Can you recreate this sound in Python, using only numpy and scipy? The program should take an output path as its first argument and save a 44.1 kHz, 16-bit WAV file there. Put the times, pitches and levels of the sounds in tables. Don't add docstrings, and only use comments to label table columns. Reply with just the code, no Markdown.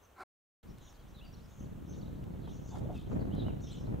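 import sys
import numpy as np
from scipy import signal
from scipy.fft import rfft, irfft
from scipy.io import wavfile
from scipy.ndimage import uniform_filter1d

SR = 44100
rng = np.random.default_rng(int(sys.argv[2]) if len(sys.argv) > 2 else 0)


def digitize_waveform(pressure):
    field = np.atleast_2d(pressure).T
    bounded = np.clip(field, -1, 1)
    quanta = np.round(bounded * 32767).astype(np.int16)
    wavfile.write(sys.argv[1], SR, quanta)


N = 176400
T = np.arange(N) / SR
DROPOUT_START_S, DROPOUT_END_S = 0.2355, 0.631
GRAIN_HZ = 127.3


def amp(db):
    return 10 ** (np.asarray(db) / 20)


def unit(x):
    return x / np.sqrt(np.mean(x ** 2) + 1e-20)


def curve(points):
    return amp(np.interp(T, *np.transpose(points)))


def per_frequency(points, size):
    hz, value = np.transpose(points)
    return np.interp(np.log(np.fft.rfftfreq(size, 1 / SR) + 1), np.log(hz + 1), value)


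def colour(x, points):
    return unit(irfft(rfft(x) * amp(per_frequency(points, x.shape[-1])), x.shape[-1]))


def colour_pulses(x, points):
    log_gain = np.log(amp(per_frequency(points, N)))
    mirrored = np.r_[log_gain, log_gain[-2:0:-1]]
    response = np.exp(np.conj(signal.hilbert(mirrored)))
    return unit(irfft(rfft(x) * response[:len(log_gain)], N))


def wander(size, hz):
    keep_slow = np.exp(-(np.fft.rfftfreq(size, 1 / SR) / hz) ** 2)
    return unit(irfft(rfft(rng.standard_normal(size)) * keep_slow, size))


def band(size, hz, width_hz):
    turn = np.exp(2j * np.pi * np.cumsum(hz * np.ones(size)) / SR)
    ring = np.exp(-np.pi * width_hz / SR)
    noise = rng.standard_normal(size) + 1j * rng.standard_normal(size)
    return unit((turn * signal.lfilter([1], [1, -2 * ring, ring * ring], noise)).real)


def hollow(size, resonances):
    return unit(sum(amp(db) * band(size, hz, width) for hz, width, db in resonances))


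def stereo(a, b, likeness):
    mid, side = a * np.sqrt((1 + likeness) / 2), b * np.sqrt((1 - likeness) / 2)
    return np.array([mid + side, mid - side])


def add(mix, start_s, sound):
    part = mix[..., round(start_s * SR):][..., :sound.shape[-1]]
    part += sound[..., :part.shape[-1]]


# (frequency [Hz], relative level [dB])
AIR_TONE = [(30, -4), (500, 3), (800, -0.5), (1300, -3), (2000, -10.5), (3200, -12), (4800, -22),
            (6300, -17.5), (10500, -23.5), (13500, -19.5), (15700, -19)]
# (frequency [Hz], likeness [0-1])
AIR_LIKENESS = [(50, 0.73), (500, 0.39), (13000, 0.8)]

def air(db=-63, early_db=-2):
    spectra = rfft(rng.standard_normal((2, N)))
    noise = irfft(stereo(*spectra, per_frequency(AIR_LIKENESS, N)), N)
    return colour(noise, AIR_TONE) * amp(db + early_db * (T < DROPOUT_START_S))


def breeze(calm_db=-68.5, windy_db=-58):
    calm = amp(calm_db) * band(N, hz=70, width_hz=55)
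    windy = amp(windy_db) * band(N, hz=42, width_hz=51)
    return np.where(T > DROPOUT_START_S, windy, calm)


# (start [s], length [s], first pitch [Hz], middle pitch [Hz], last pitch [Hz], level [dB])
CHIRPS = [(0.015, 0.051, 6150, 6240, 5940, -73.5), (0.872, 0.02, 3710, 3540, 3250, -61.5),
          (0.97, 0.055, 2980, 3260, 2740, -75.5), (1.143, 0.065, 4070, 3770, 3300, -63),
          (1.206, 0.066, 2450, 2930, 2420, -65), (1.242, 0.058, 4780, 4600, 4790, -71),
          (1.323, 0.03, 5910, 5590, 5730, -66), (1.332, 0.031, 3650, 4250, 4460, -67.5),
          (1.596, 0.02, 5660, 6200, 6300, -63.5), (1.886, 0.052, 6150, 6190, 6200, -65),
          (2.008, 0.038, 4870, 3980, 3320, -69), (2.049, 0.046, 3960, 3900, 4340, -71.5),
          (2.703, 0.062, 3470, 3590, 3290, -68.5), (2.936, 0.06, 3720, 3620, 3480, -69.5),
          (2.956, 0.04, 2670, 2546, 2620, -64), (3.058, 0.021, 3060, 3190, 2870, -65.5),
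          (3.306, 0.043, 2710, 3050, 3220, -64), (3.385, 0.055, 4160, 3725, 3630, -58),
          (3.445, 0.073, 2693, 2950, 2290, -63.5), (3.631, 0.033, 3650, 3700, 3630, -65.5),
          (3.708, 0.034, 3500, 4090, 3500, -61.5), (3.848, .035, 3410, 4020, 4360, -71)]

def chirps(fade_in_s=.007, fade_out_s=.011, warble=.045, flicker_db=3, breathiness=.55):
    out = np.zeros(N)
    for start, length, *pitches, db in CHIRPS:
        t = np.arange(0, length, 1 / SR)
        progress = t / length
        fade = np.minimum(t / fade_in_s, 1) * np.minimum((length - t) / fade_out_s, 1)
        hz = np.polyval(np.polyfit([0, .5, 1], pitches, 2), progress)
        warbling_hz = hz * (1 + warble * progress * wander(len(t), hz=347))
        whistle = np.sin(2 * np.pi * np.cumsum(warbling_hz) / SR)
        whistle *= amp(flicker_db * wander(len(t), GRAIN_HZ))
        breath = breathiness * progress * band(len(t), hz, width_hz=820)
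        add(out, start, amp(db) * fade * unit(unit(whistle) + breath))
    return out


def yard_echo(sound, db=-7, build_s=0.034, die_away_s=0.55):
    t = T[:SR // 2]
    fade = np.exp(-np.log(1000) * t / die_away_s) * np.minimum(t / build_s, 1)
    tails = rng.standard_normal((2, len(t))) * fade
    tails = stereo(*tails / np.linalg.norm(tails[0]), likeness=0.38)
    return amp(db) * signal.fftconvolve(sound[None], tails, axes=1)[:, :N]


# (time [s], level [dB])
HISS_SWELL = [(.15, -77), (.175, -62), (.195, -51.5), (.22, -45), (.24, -58.5)]
# (pitch [Hz], width [Hz], relative level [dB])
THROAT = [(340, 110, -4), (774, 210, 2.5), (1035, 167, 2), (1364, 130, 2.5), (1550, 260, -1.5),
          (2093, 500, -5.5), (4270, 1200, -11.5), (8000, 7200, -15.5)]

def hiss(flicker_db=1.75):
    breath = stereo(hollow(N, THROAT), hollow(N, THROAT), likeness=0.97)
    beak_open = (T > HISS_SWELL[0][0]) * (T < HISS_SWELL[-1][0])
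    return breath * curve(HISS_SWELL) * beak_open * amp(flicker_db * wander(N, hz=178.3))


def eddies(per_s=450, lag_s=.0007, lag_spread_s=.0005, spread_db=2, lean_db=1):
    pushes = np.zeros((2, N))
    arrivals = np.flatnonzero(rng.random(N) < per_s / SR)
    strength, lag, lean = rng.standard_normal((3, len(arrivals)))
    for side, sign in zip(pushes, (1, -1)):
        shifted = arrivals + sign * (lag_s + lag * lag_spread_s) * SR
        db = spread_db * np.clip(strength, -2, 2) + sign * lean_db * np.tanh(lean)
        side[np.clip(shifted, 0, N - 1).astype(int)] = amp(db)
    return pushes - pushes.mean(1, keepdims=True)


def steadied(x):
    power = uniform_filter1d((x ** 2).mean(0), size=2400)
    return x / np.sqrt(np.abs(power) + 1e-9)


# (time [s], strength [dB])
GUSTS = [(.63, -65), (.69, -51), (.76, -59), (.97, -72), (1.03, -60.5), (1.38, -55), (1.56, -62.5),
         (1.61, -46.5), (1.8, -51), (1.95, -46), (2.35, -46), (2.7, -48.5), (2.83, -39.5), (3.04, -48),
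         (3.16, -35.5), (3.29, -39.5), (3.47, -37.5), (3.6, -44), (3.74, -48.5), (3.93, -37), (4.0, -43)]
# (frequency [Hz], relative level [dB])
RUMBLE_TONE = [(20, -18.5), (50, -2), (130, 0.5), (200, -2), (300, -8), (430, -17.5), (800, -36.5),
               (2500, -64.5)]
FLUTTER_TONE = [(100, -13.5), (290, 5), (470, 1), (750, -7), (1100, -17.5), (2200, -28), (12000, -71.5)]

def gusts(strong_db=-38.5, rumble_db=-35.5, flutter_db=-44):
    pushes = eddies()
    rumble = steadied(colour_pulses(pushes, RUMBLE_TONE))
    churn = np.abs(rumble) * rng.standard_normal((2, N))
    flutter = colour_pulses(unit(pushes) + 1.97 * churn, FLUTTER_TONE)
    flutter = steadied(flutter - 0.27 * flutter[::-1])
    force = curve(GUSTS) / amp(strong_db)
    wind = amp(rumble_db) * force ** 0.91 * rumble + amp(flutter_db) * force ** 1.25 * flutter
    return wind * (T > DROPOUT_START_S)


# (time [s], peak level [dB])
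BUFFETS = [(1.612, -34.5), (2.97, -33), (3.147, -26.5), (3.168, -33), (3.341, -27.5), (3.41, -29.5),
           (3.445, -31.5), (3.476, -30), (3.919, -30)]

def buffets(width_s=.0013):
    out = np.zeros(N)
    u = np.arange(-4, 4, 1 / (SR * width_s))
    thump = (1 - u ** 2) * np.exp(-u ** 2 / 2)
    for time, db in BUFFETS:
        add(out, time + u[0] * width_s, amp(db) * thump)
    return out


def flock(db=-79.5, centre_hz=3500, change_hz=28, swell_db=6):
    hz = centre_hz * np.exp(.15 * wander(N, change_hz))
    swell = amp(swell_db * np.tanh(wander(N, change_hz)))
    return amp(db) * unit(swell * band(N, hz, width_hz=700)) * (T > DROPOUT_END_S)


def hoarse_call(length, first_hz, last_hz, db, width_hz, whistle_gain=1.1):
    progress = np.arange(0, length, 1 / SR) / length
    size = len(progress)
    swell = np.abs(np.sin(np.pi * progress)) ** .7
    hz = first_hz + (last_hz - first_hz) * progress
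    whistles = np.zeros(size)
    for offset in (-0.067, 0.067):
        wobbly_hz = hz * (1 + offset + .035 * wander(size, hz=55))
        flicker = amp(3 * wander(size, hz=55))
        whistles += np.sin(2 * np.pi * np.cumsum(wobbly_hz) / SR) * flicker
    voice = band(size, hz, width_hz) + whistle_gain * unit(whistles)
    rattle = amp(2 * wander(size, GRAIN_HZ))
    return amp(db) * swell * unit(voice * rattle)


# (start [s], pitch [Hz], level [dB])
PEEPS = [(.68, 5520, -73.5), (.93, 4440, -75.5), (1.075, 5830, -74), (1.35, 5800, -79), (1.422, 5400, -74),
         (2.675, 4740, -70), (3.19, 4330, -69.5)]

def peeps(length_s=.05, droop=.03):
    out = np.zeros(N)
    for start, hz, db in PEEPS:
        add(out, start, hoarse_call(length_s, hz * (1 + droop), hz * (1 - droop), db, width_hz=700))
    return out


# (start [s], length [s], first pitch [Hz], last pitch [Hz], level [dB])
RASPS = [(0.764, 0.15, 3970, 3320, -71.5), (0.806, .125, 6610, 6030, -67), (1.465, 0.21, 6580, 6320, -71),
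         (1.846, .2, 5910, 6370, -71.5), (1.922, 0.053, 3870, 3180, -68.5), (2.396, .17, 4080, 3000, -68.5),
         (2.483, 0.13, 5860, 6600, -68), (2.61, 0.16, 5910, 7000, -66.5), (2.746, .06, 3660, 3470, -70),
         (2.916, .14, 2910, 3700, -66.5), (3.082, .08, 6680, 6530, -73), (3.322, .14, 3710, 3460, -64.5),
         (3.602, .125, 6500, 5580, -63), (3.635, 0.18, 3380, 3210, -62), (3.706, 0.067, 8260, 6000, -66.5),
         (3.754, 0.098, 5850, 5870, -70)]

def rasps():
    out = np.zeros(N)
    for start, *call in RASPS:
        add(out, start, hoarse_call(*call, width_hz=1200))
    return out


# (time [s], level [dB])
TICKS = [(.784, -54.5), (.927, -58), (2.24, -59), (3.351, -57.5)]

def ticks(decay_s=0.0024):
    out, t = np.zeros(N), T[:SR // 5]
    for time, db in TICKS:
        noise = colour(rng.standard_normal(len(t)), [(500, -5), (10000, -18), (16000, -27)])
        add(out, time, amp(db) * noise * np.exp(-t / decay_s))
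    return out


# (time [s], level [dB], decay [s], relative treble [dB])
BUMPS = [(2.472, -41, 0.0087, -25), (2.751, -40.5, 0.019, -22), (3.111, -39.5, 0.016, -37),
         (3.481, -34, 0.0046, -42), (3.865, -49, 0.011, -32)]
# (pitch [Hz], width [Hz], relative level [dB])
BIN = [(454, 860, 11), (825, 160, -0.5), (1075, 240, -8), (1333, 210, -6.5)]

def bumps():
    out, t = np.zeros((2, N)), T[:SR // 5]
    for time, db, decay, treble_db in BUMPS:
        sides = [hollow(len(t), BIN) + amp(treble_db) * band(len(t), 3500, 3800) for _ in range(2)]
        fade = np.minimum(t / (.5 * decay), 1) * np.exp(-t / decay)
        add(out, time, amp(db) * fade * stereo(*sides, likeness=0.076))
    return out


# (start [s], length [s], level [dB], first pitch [Hz], last pitch [Hz])
CROAKS = [(2.795, 0.0857, -51, 360, 650), (2.881, 0.033, -47.5, 585, 680), (2.86, 0.1024, -53, 600, 770),
          (2.7, 0.086, -53.5, 870, 760)]

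def croaks():
    out = np.zeros(N)
    for start, length, db, first_hz, last_hz in CROAKS:
        add(out, start, hoarse_call(length, first_hz, last_hz, db, width_hz=290, whistle_gain=0))
    return out


# (middle time [s], spread [s], level [dB])
BRUSHES = [(2.775, 0.04, -70.5), (2.97, 0.059, -73)]

def feathers(grain_db=3.5):
    swell = sum(amp(db) * np.exp(-((T - time) / spread) ** 2) for time, spread, db in BRUSHES)
    grain = amp(grain_db * wander(N, GRAIN_HZ))
    return swell * unit(band(N, hz=6300, width_hz=6500) * grain)


def scene():
    calls = chirps() + flock() + peeps() + rasps()
    wind = breeze() + gusts() + buffets()
    squabble = hiss() + ticks() + bumps() + croaks() + feathers()
    return air() + wind + calls + yard_echo(calls) + squabble


def record(dry, highest_hz=15720):
    sound_on = (T < DROPOUT_START_S) | (T > DROPOUT_END_S)
    volume = uniform_filter1d(1. 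* sound_on, size=160)
    treble_cut = signal.firwin(511, highest_hz, window=("kaiser", 9), fs=SR)
    return signal.oaconvolve(dry * volume, treble_cut[None], "same")


dry = scene()
out = record(dry)
digitize_waveform(out)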